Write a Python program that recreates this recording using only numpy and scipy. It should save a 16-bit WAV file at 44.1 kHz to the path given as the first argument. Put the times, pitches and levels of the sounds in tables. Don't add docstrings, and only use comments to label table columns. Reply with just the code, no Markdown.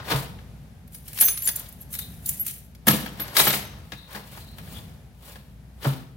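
import sys
import numpy as np
from scipy import signal
from scipy.fft import rfft, irfft, next_fast_len
from scipy.io import wavfile
from scipy.ndimage import uniform_filter1d

SR = 44100
rng = np.random.default_rng(int(sys.argv[2]) if len(sys.argv) > 2 else 0)


def wav_record(signal):
    frames = np.transpose(np.atleast_2d(signal))
    bounded = np.clip(frames, -1, 1)
    quanta = np.round(bounded * 32767).astype(np.int16)
    wavfile.write(sys.argv[1], SR, quanta)


N = 271656
T = np.arange(N) / SR


def undb(db):
    return 10 ** (np.asarray(db) / 20)


def unit(x):
    return x / np.sqrt(np.mean(x ** 2))


def on_log(hz, table):
    table = np.array(table)
    return np.interp(np.log(hz + 1), np.log(table[:, 0]), table[:, 1])


def band(x, lo_hz, hi_hz):
    return signal.sosfilt(signal.butter(2, [lo_hz, hi_hz], "band", fs=SR, output="sos"), x)


def colour(x, table):
    length = x.shape[-1]
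    size = next_fast_len(length)
    gain = undb(on_log(np.fft.rfftfreq(size, 1 / SR), table))
    return irfft(rfft(x, size) * gain, size)[..., :length]


def walk(rate):
    hold = int(SR / rate)
    levels = np.repeat(rng.standard_normal(N // hold + 1), hold)
    return uniform_filter1d(levels, hold)[:N]


def ring(times, db, modes, scatter_db, push_s):
    out, at = np.zeros(N), (np.asarray(times) * SR).astype(int)
    luck = rng.standard_normal((len(at), len(modes)))
    push = np.hanning(int(push_s * SR) + 3)[1:-1]
    push = push / push.sum()
    for k, (hz, mode_db, t60) in enumerate(modes):
        blows = np.zeros(N)
        np.add.at(blows, at, undb(db + mode_db + scatter_db * luck[:, k]))
        decay = np.log(1000) / (max(t60, .005) * SR)
        pole = np.exp(2j * np.pi * hz / SR - decay)
        carried = np.convolve(blows, push * pole ** np.arange(len(push)))[:N]
        out += signal.lfilter([1], [1, -pole], carried).imag
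    return out


def bursts(times, db, fade_s, rise_s):
    blows = np.zeros(N)
    np.add.at(blows, (np.asarray(times) * SR).astype(int), undb(db))
    shape = signal.lfilter([1], [1, -np.exp(-1 / (fade_s * SR))], blows)
    return uniform_filter1d(shape, int(rise_s * SR) + 1) * rng.standard_normal(N)


# frequency in Hz, left-right correlation [none].
FAR_LIKENESS = [(50, 0.91), (250, 0.9), (1000, 0.167), (3000, 0.062), (7000, 0.22), (16000, .5)]


def spread(mid, side):
    like = [(hz, np.clip(c, 0, .99)) for hz, c in FAR_LIKENESS]
    mid = colour(mid, [(hz, 10 * np.log10((1 + c) / 2)) for hz, c in like])
    side = colour(side, [(hz, 10 * np.log10((1 - c) / 2)) for hz, c in like])
    return np.array([mid + side, mid - side])


# frequency in Hz, relative density in dB per Hz.
AIR_SPECTRUM = [(15, -28), (25, -17.5), (70, 1.5), (166, 0.5), (236, -7), (317, -18.5), (754, -19.5),
                (1100, -27.5), (1740, -27.5), (4610, -35), (8140, -39.5), (11300, -36.5), (14400, -40),
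                (16000, -45.5)]
AIR_DB = -44.5
HUM_HZ, HUM_DB = 57.5, -48


def air():
    noise = spread(*colour(rng.standard_normal((2, N)), AIR_SPECTRUM))
    hum_level = undb(HUM_DB + 2.32 * walk(11.0))
    hum_phase = 2 * np.pi * np.cumsum(HUM_HZ + 3 * walk(7.3)) / SR
    hum = hum_level * np.sin(hum_phase)
    return undb(AIR_DB + 2.86 * walk(2.806)) * unit(noise) + hum


# frequency in Hz, time to fall by 60 dB in seconds.
GARAGE_T60 = [(150, 0.72), (1000, 0.54), (4000, 0.6), (9000, 0.28), (15000, 0.29)]
ECHO_DB = -7.5


def garage(x):
    t, tail = T[:SR // 2], 0
    for hz in 68.9 * 2. ** np.arange(9):
        noise = band(rng.standard_normal((2, len(t))), hz / 2 ** .5, min(hz * 2 ** .5, 20000))
        tail = tail + noise * np.exp(-np.log(1000) * t / on_log(hz, GARAGE_T60))
    first_walls = np.clip((t - .002) / 0.0028, 0, 1)
    tail = spread(*tail * first_walls)
    tail = tail / np.sqrt(np.sum(tail ** 2) / 2)
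    return signal.fftconvolve(x[None], tail)[:, :N]


# start in seconds, relative thump level in dB, slap against it in dB.
HEELS = [(0.137, -21.5, -1), (5.862, -17, -1.5)]
# frequency in Hz, relative level in dB, time to fall by 60 dB in seconds.
SLAB_MODES = [(138, 1.5, 0.21), (258, -12, 0.13), (57.6, 7, 0.037)]


def steps():
    s, db, slap_db = np.transpose(HEELS)
    slap = band(bursts(s - .014, db + slap_db + 9, 0.019, 0.014), 210, 1120)
    return ring(s, db, SLAB_MODES, scatter_db=-4.5, push_s=0.0069) + slap


KEY_MODES = np.array([3650, 3860, 6209, 7210, 8595, 9028, 9685, 9790, 10140, 10310, 10620, 11600, 11640, 11700, 12531, 12890, 13260, 13670, 13907, 14680, 15229])


def metallic(x, width_hz):
    return sum(signal.lfilter(*signal.iirpeak(hz, hz / width_hz, SR), x) for hz in KEY_MODES[2:])


# time of greatest strength in seconds, bright level in dB,
# dull part against it in dB, swell constant in seconds, fade constant in seconds.
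RUBS = [(0.0, -60, 24, .01, 0.024), (0.118, -30.5, 7.5, 0.026, 0.034), (0.168, -36.5, -2, 0.022, 0.052),
        (0.94, -48.5, -23, .012, .06), (1.08, -50.5, -7.5, 0.031, .15), (1.219, -24.5, -16, 0.026, 0.032),
        (1.289, -28.5, -21, 0.033, 0.024), (1.491, -29, -16, .03, 0.0093),
        (1.56, -45.5, -3.5, 0.0077, 0.097), (1.62, -58, 4.5, 0.036, .05), (1.82, -51.5, -21, .03, .02),
        (1.94, -35, -36, 0.015, 0.025), (1.99, -45.5, -19, .01, 0.12), (2.281, -36.5, -24.5, 0.019, 0.085),
        (2.468, -33, -24.5, 0.011, 0.053), (2.878, -22, -2.5, 0.0042, 0.06), (3.21, -48.5, 7, 0.043, 0.3),
        (3.381, -18.5, -5, 0.013, 0.055), (3.48, -21.5, -4.5, 0.026, .02),
        (3.53, -24.5, -5.5, 0.0057, 0.039), (3.94, -57.5, -6, 0.057, 0.087),
        (4.149, -44, 5.5, 0.034, 0.044), (4.369, -48.5, -1, 0.12, .08), (4.751, -46.5, -2.5, 0.11, 0.083),
        (5.281, -47.5, -2, 0.045, 0.077), (5.831, -41, 3, 0.0077, 0.047), (5.88, -40.5, 2, 0.03, 0.063)]
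RUB_MIDDLE_DB, RUB_MIDDLE_SHARE = -3.5, 0.37
METAL_BELOW_DB, METAL_SHARE, METAL_WIDTH_HZ = -10, .6, 60


def rubbing():
    slips = rng.standard_normal(N) * undb(2.2 * rng.exponential(size=N) + 1.8 * walk(120))
    parts = []
    for lo_hz, hi_hz in [(7500, 17700), (1400, 4090), (295, 1760)]:
        lumps = undb(2 * walk(140))
        parts.append(unit(band(slips, lo_hz, hi_hz) * lumps))
    parts.append(unit(metallic(parts[0], METAL_WIDTH_HZ)))
    power = np.zeros((len(parts), N))
    for s, db, dull_db, swell_s, fade_s in RUBS:
        shape = undb(db) * np.exp(-np.where(T < s, (s - T) / swell_s, (T - s) / fade_s))
        metal = METAL_SHARE * (dull_db < METAL_BELOW_DB)
        middle = undb(RUB_MIDDLE_DB + RUB_MIDDLE_SHARE * dull_db) ** 2
        shares = [1 - metal, middle, undb(dull_db) ** 2, metal]
        power += np.outer(shares, shape ** 2)
    return np.sum(np.sqrt(power) * parts, axis=0)


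# start in seconds, relative knock level in dB, wall boom against it in dB.
PEG_KNOCKS = [(0.113, -13.5, -4.5), (0.388, -37, -8), (1.222, -18.5, -15), (1.285, -26, -17),
              (1.483, -22, -17), (2.87, -9.5, -2), (2.883, -5, -5), (2.93, -22, 10.5), (3.061, -21.5, -16),
              (3.198, -19.5, -7.5), (3.355, -16, -27), (3.398, -8, -14), (3.469, -6.5, -12.5),
              (3.504, -13.5, -40), (3.537, -14.5, -11), (3.921, -20.5, -15.5), (4.147, -26.5, -3.5),
              (4.584, -31.5, -14), (4.675, -36, -21), (5.357, -31.5, -9.5), (5.847, -24, 1.5)]
# frequency in Hz, relative level in dB, time to fall by 60 dB in seconds.
RACK_MODES = [(524, -13, 0.12), (728, 4, 0.031), (1324, -3, 0.1), (1690, 7, 0.029), (2570, -16, 0.034),
              (3240, 16.5, 0.0051), (4220, -14.5, 0.033)]
# frequency in Hz, relative level in dB, time to fall by 60 dB in seconds.
WALL_MODES = [(200.1, -1, 0.17), (304.4, -4, 0.081), (141.7, -7.5, 0.3), (498.6, -11.5, 0.12)]


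def rack():
    s, db, boom_db = np.transpose(PEG_KNOCKS)
    rap = undb(3.66 * walk(250)) * band(bursts(s, db - 7.0, 0.014, 0.0054), 306, 3215)
    wood = ring(s, db - 19.5, RACK_MODES, scatter_db=2.5, push_s=0.00096)
    boom = ring(s, db + boom_db - 3.5, WALL_MODES, scatter_db=3.5, push_s=0.0071)
    return rap + wood + boom


# start in seconds, length in seconds, centre in Hz,
# middle of the wandering level in dB.
HOOK_CHAFES = [(1.92, 0.17, 3860, -50.5), (3.944, 0.14, 3870, -54.5), (4.403, 0.16, 4060, -58.5),
               (4.749, 0.045, 3370, -49.5)]


def chafes():
    out = 0
    for s, length, hz, db in HOOK_CHAFES:
        swell = np.sin(np.pi * np.clip((T - s) / length, 0, 1)) ** .5
        squeak = unit(band(rng.standard_normal(N), hz - 230, hz + 230))
        out = out + undb(db + 3 * walk(90)) * swell * squeak
    return out


# start in seconds, frequency in Hz (the nearest key mode sounds),
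# relative level in dB, time until a finger or another key stops it in seconds.
FREE_PINGS = [(0.944, 9900, -48.5, 0.018), (1.201, 9860, -24, 0.052), (1.199, 10140, -20, 0.024),
              (1.206, 8595, -29, 0.013), (1.205, 10310, -26, 0.027), (1.209, 12531, -14.5, 0.055),
              (1.208, 9028, -26.5, 0.037), (1.211, 13907, -35, 0.12), (1.228, 6209, -30.5, 0.058),
              (1.249, 15229, -20, 0.079), (1.253, 9028, -41, 0.2), (1.277, 6209, -25.5, 0.036),
              (1.281, 10140, -25, 0.019), (1.282, 10310, -28, 0.15), (1.293, 11640, -37, 0.042),
              (1.374, 11640, -34, 0.038), (1.421, 11640, -27.5, 0.014), (1.436, 7210, -37, 0.093),
              (1.455, 11600, -22, 0.018), (1.473, 6209, -34, 0.017), (1.474, 10310, -17, 0.0078),
              (1.476, 13907, -35, 0.066), (1.479, 15229, -32, 0.033), (1.557, 7210, -36, 0.0093),
              (1.807, 11600, -39, 0.01), (2.256, 11900, -40, 0.033), (2.26, 15229, -31, 0.061),
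              (2.286, 7210, -30.5, 0.0069), (2.396, 11820, -21.5, 0.022), (2.413, 9685, -43.5, 0.022),
              (2.463, 13907, -49, 0.027), (2.466, 15229, -45, 0.046), (2.472, 11640, -41, 0.029),
              (2.886, 11860, -21.5, 0.035), (2.994, 11640, -35.5, 0.013), (3.203, 11880, -25, 0.018),
              (3.393, 3860, -16.5, 0.0079), (3.429, 9028, -54, 0.037), (3.435, 11640, -23.5, 0.015),
              (3.475, 13907, -16.5, 0.017), (3.483, 11640, -27, 0.033), (3.508, 13907, -47, 0.096),
              (3.599, 11800, -43, 0.056), (3.651, 6209, -54, 0.37)]
FREE_T60_S, STOPPED_T60_S = 0.52, 0.036


def pings():
    out, t = np.zeros(N + SR), T[:SR // 2]
    phases = 2 * np.pi * rng.random((len(FREE_PINGS), 2))
    for (s, hz, db, free_s), (one, two) in zip(FREE_PINGS, phases):
        hz = KEY_MODES[np.argmin(abs(KEY_MODES - hz))]
        stopped_for = np.maximum(t - free_s, 0)
        fade = np.exp(-np.log(1000) * (t / FREE_T60_S + stopped_for / STOPPED_T60_S))
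        tone = np.sin(2 * np.pi * hz * t + one) + 0.29 * np.sin(2 * np.pi * (hz + 45) * t + two)
        start = int(s * SR)
        out[start:start + len(t)] += undb(db) * np.clip(t / 0.0014, 0, 1) * fade * tone
    return out[:N] * undb(2.2 * walk(90))


def tinkles(times, db, count):
    out, t = np.zeros(N + SR), T[:SR // 16]
    for s, top_db, luck in zip(times, db, rng.random((len(times), count, 4))):
        for late, pick, size, slack in luck:
            at = int((s + 0.052 * late ** 2) * SR)
            mode = KEY_MODES[2 + int(pick * (len(KEY_MODES) - 2))]
            hz = mode * (1 + 0.018 * (slack - .5))
            gain = undb(top_db - 14 * late - 10 * size + 6 * np.log2(hz / 12000))
            fade = np.exp(-np.log(1000) * t / (0.005 + 0.022 * slack))
            out[at:at + len(t)] += gain * fade * np.sin(2 * np.pi * hz * t)
    return out[:N]


SWING_FROM_S, SWING_TO_S = .86, 2.6
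FAINT_DB, FAINT_SCATTER_DB, FAINT_DULL_DB = -39.5, 2.5, -17.5


def faint_clinks(count):
    s = SWING_FROM_S + (SWING_TO_S - SWING_FROM_S) * (np.arange(count) + rng.random(count)) / count
    db = FAINT_DB + FAINT_SCATTER_DB * rng.standard_normal(count)
    return np.column_stack([s, db, np.full(count, FAINT_DULL_DB)])


# start in seconds, relative level of the bright crack in dB,
# dull part against it in dB.
KEY_CLINKS = [(0.8769, -39.5, -14), (0.9467, -24.5, -14), (1.0799, -25, -14), (1.1313, -25.5, -11.5),
              (1.1752, -22, -4.5), (1.1867, -16, -7), (1.2077, -13, -10.5), (1.2114, -6, -19),
              (1.2244, -7, -15.5), (1.2444, -21, -30.5), (1.2834, -13.5, -4), (1.3743, -18, -10),
              (1.4222, -19, -16), (1.4544, -16.5, -32), (1.4731, -15.5, -6), (1.4894, -12, -9.5),
              (1.5599, -10.5, -31), (1.5955, -19.5, -31), (1.6891, -30, -28), (1.725, -30.5, -25),
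              (1.8294, -40, -24), (1.9281, -19, -20), (1.9385, -22, -11.5), (1.951, -20, -13.5),
              (1.9889, -12.5, -15.5), (2.0497, -36, -14.5), (2.2603, -11.5, -42), (2.2917, -6, -26),
              (2.3984, -23, -32), (2.4653, -14, -19.5), (2.4794, -19, -25), (2.5094, -23, -21),
              (2.7496, -41, -4.5), (2.8704, -8, -17.5), (2.8814, 0, -13), (3.0594, -30, -10),
              (3.1991, -20.5, -9), (3.2794, -30.5, -4), (3.3674, -7, 2), (3.3987, -4.5, -5.5),
              (3.4331, -23, -16), (3.478, -21, -8), (3.5045, -15, 0), (3.5294, -23.5, 1.5),
              (3.555, -28, -2), (3.9195, -37.5, 5.5), (4.5835, -34.5, -12)]
MIDDLE_DB, MIDDLE_SCATTER_DB = -11, 4.5
BOUNCE_DB = -12


def clinks():
    s, db, dull_db = np.vstack([KEY_CLINKS, faint_clinks(count=18)]).T
    middle_db = MIDDLE_DB + MIDDLE_SCATTER_DB * rng.standard_normal(len(s))
    grit = undb(1.17 * walk(600))
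    bright = band(grit * bursts(s, db, 0.0021, 0.0049), 9500, 19200)
    middle = band(grit * bursts(s, db + middle_db, 0.0013, 0.013), 3400, 4800)
    dull = band(grit * bursts(s, db + dull_db, 0.0049, 0.00209), 1200, 6500)
    crack = bright + middle
    treble = .6 * crack + 1.3 * metallic(crack, width_hz=110)
    return treble + dull + tinkles(s, db + BOUNCE_DB, count=8)


# frequency in Hz, scattered against direct sound in dB.
NEAR_SCATTER = [(60, -20.5), (400, -16.5), (1500, -0.5), (4000, 0.5), (9000, -3.5), (16000, -6)]


def close(x):
    t = T[:SR // 40]
    scatter = rng.standard_normal(len(t)) * np.exp(-t / 0.0062)
    scatter = scatter / np.sqrt(np.sum(scatter ** 2))
    side = colour(signal.fftconvolve(x, scatter)[:N], NEAR_SCATTER)
    return np.array([x + side, x - side])


# frequency in Hz, left minus right in dB.
PORT_SHADING = [(60, 1.6), (300, 1.2), (700, -1.4), (1500, 2), (3000, 2.5), (8000, 3.5), (11000, 3),
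                (16000, -6)]


def scene():
    near = clinks() + pings() + chafes() + rack() + steps() + rubbing()
    heard = close(near) + undb(ECHO_DB) * garage(near) + air()
    left = colour(heard[0], [(hz, db / 2) for hz, db in PORT_SHADING])
    right = colour(heard[1], [(hz, -db / 2) for hz, db in PORT_SHADING])
    return np.array([left, right])


TOP_HZ = 15900


def record(dry):
    dry = signal.sosfilt(signal.butter(4, 42, "high", fs=SR, output="sos"), dry)
    return signal.sosfilt(signal.ellip(10, .2, 60, TOP_HZ, fs=SR, output="sos"), np.clip(dry, -1, 1))


dry = scene()
out = record(dry)
wav_record(out)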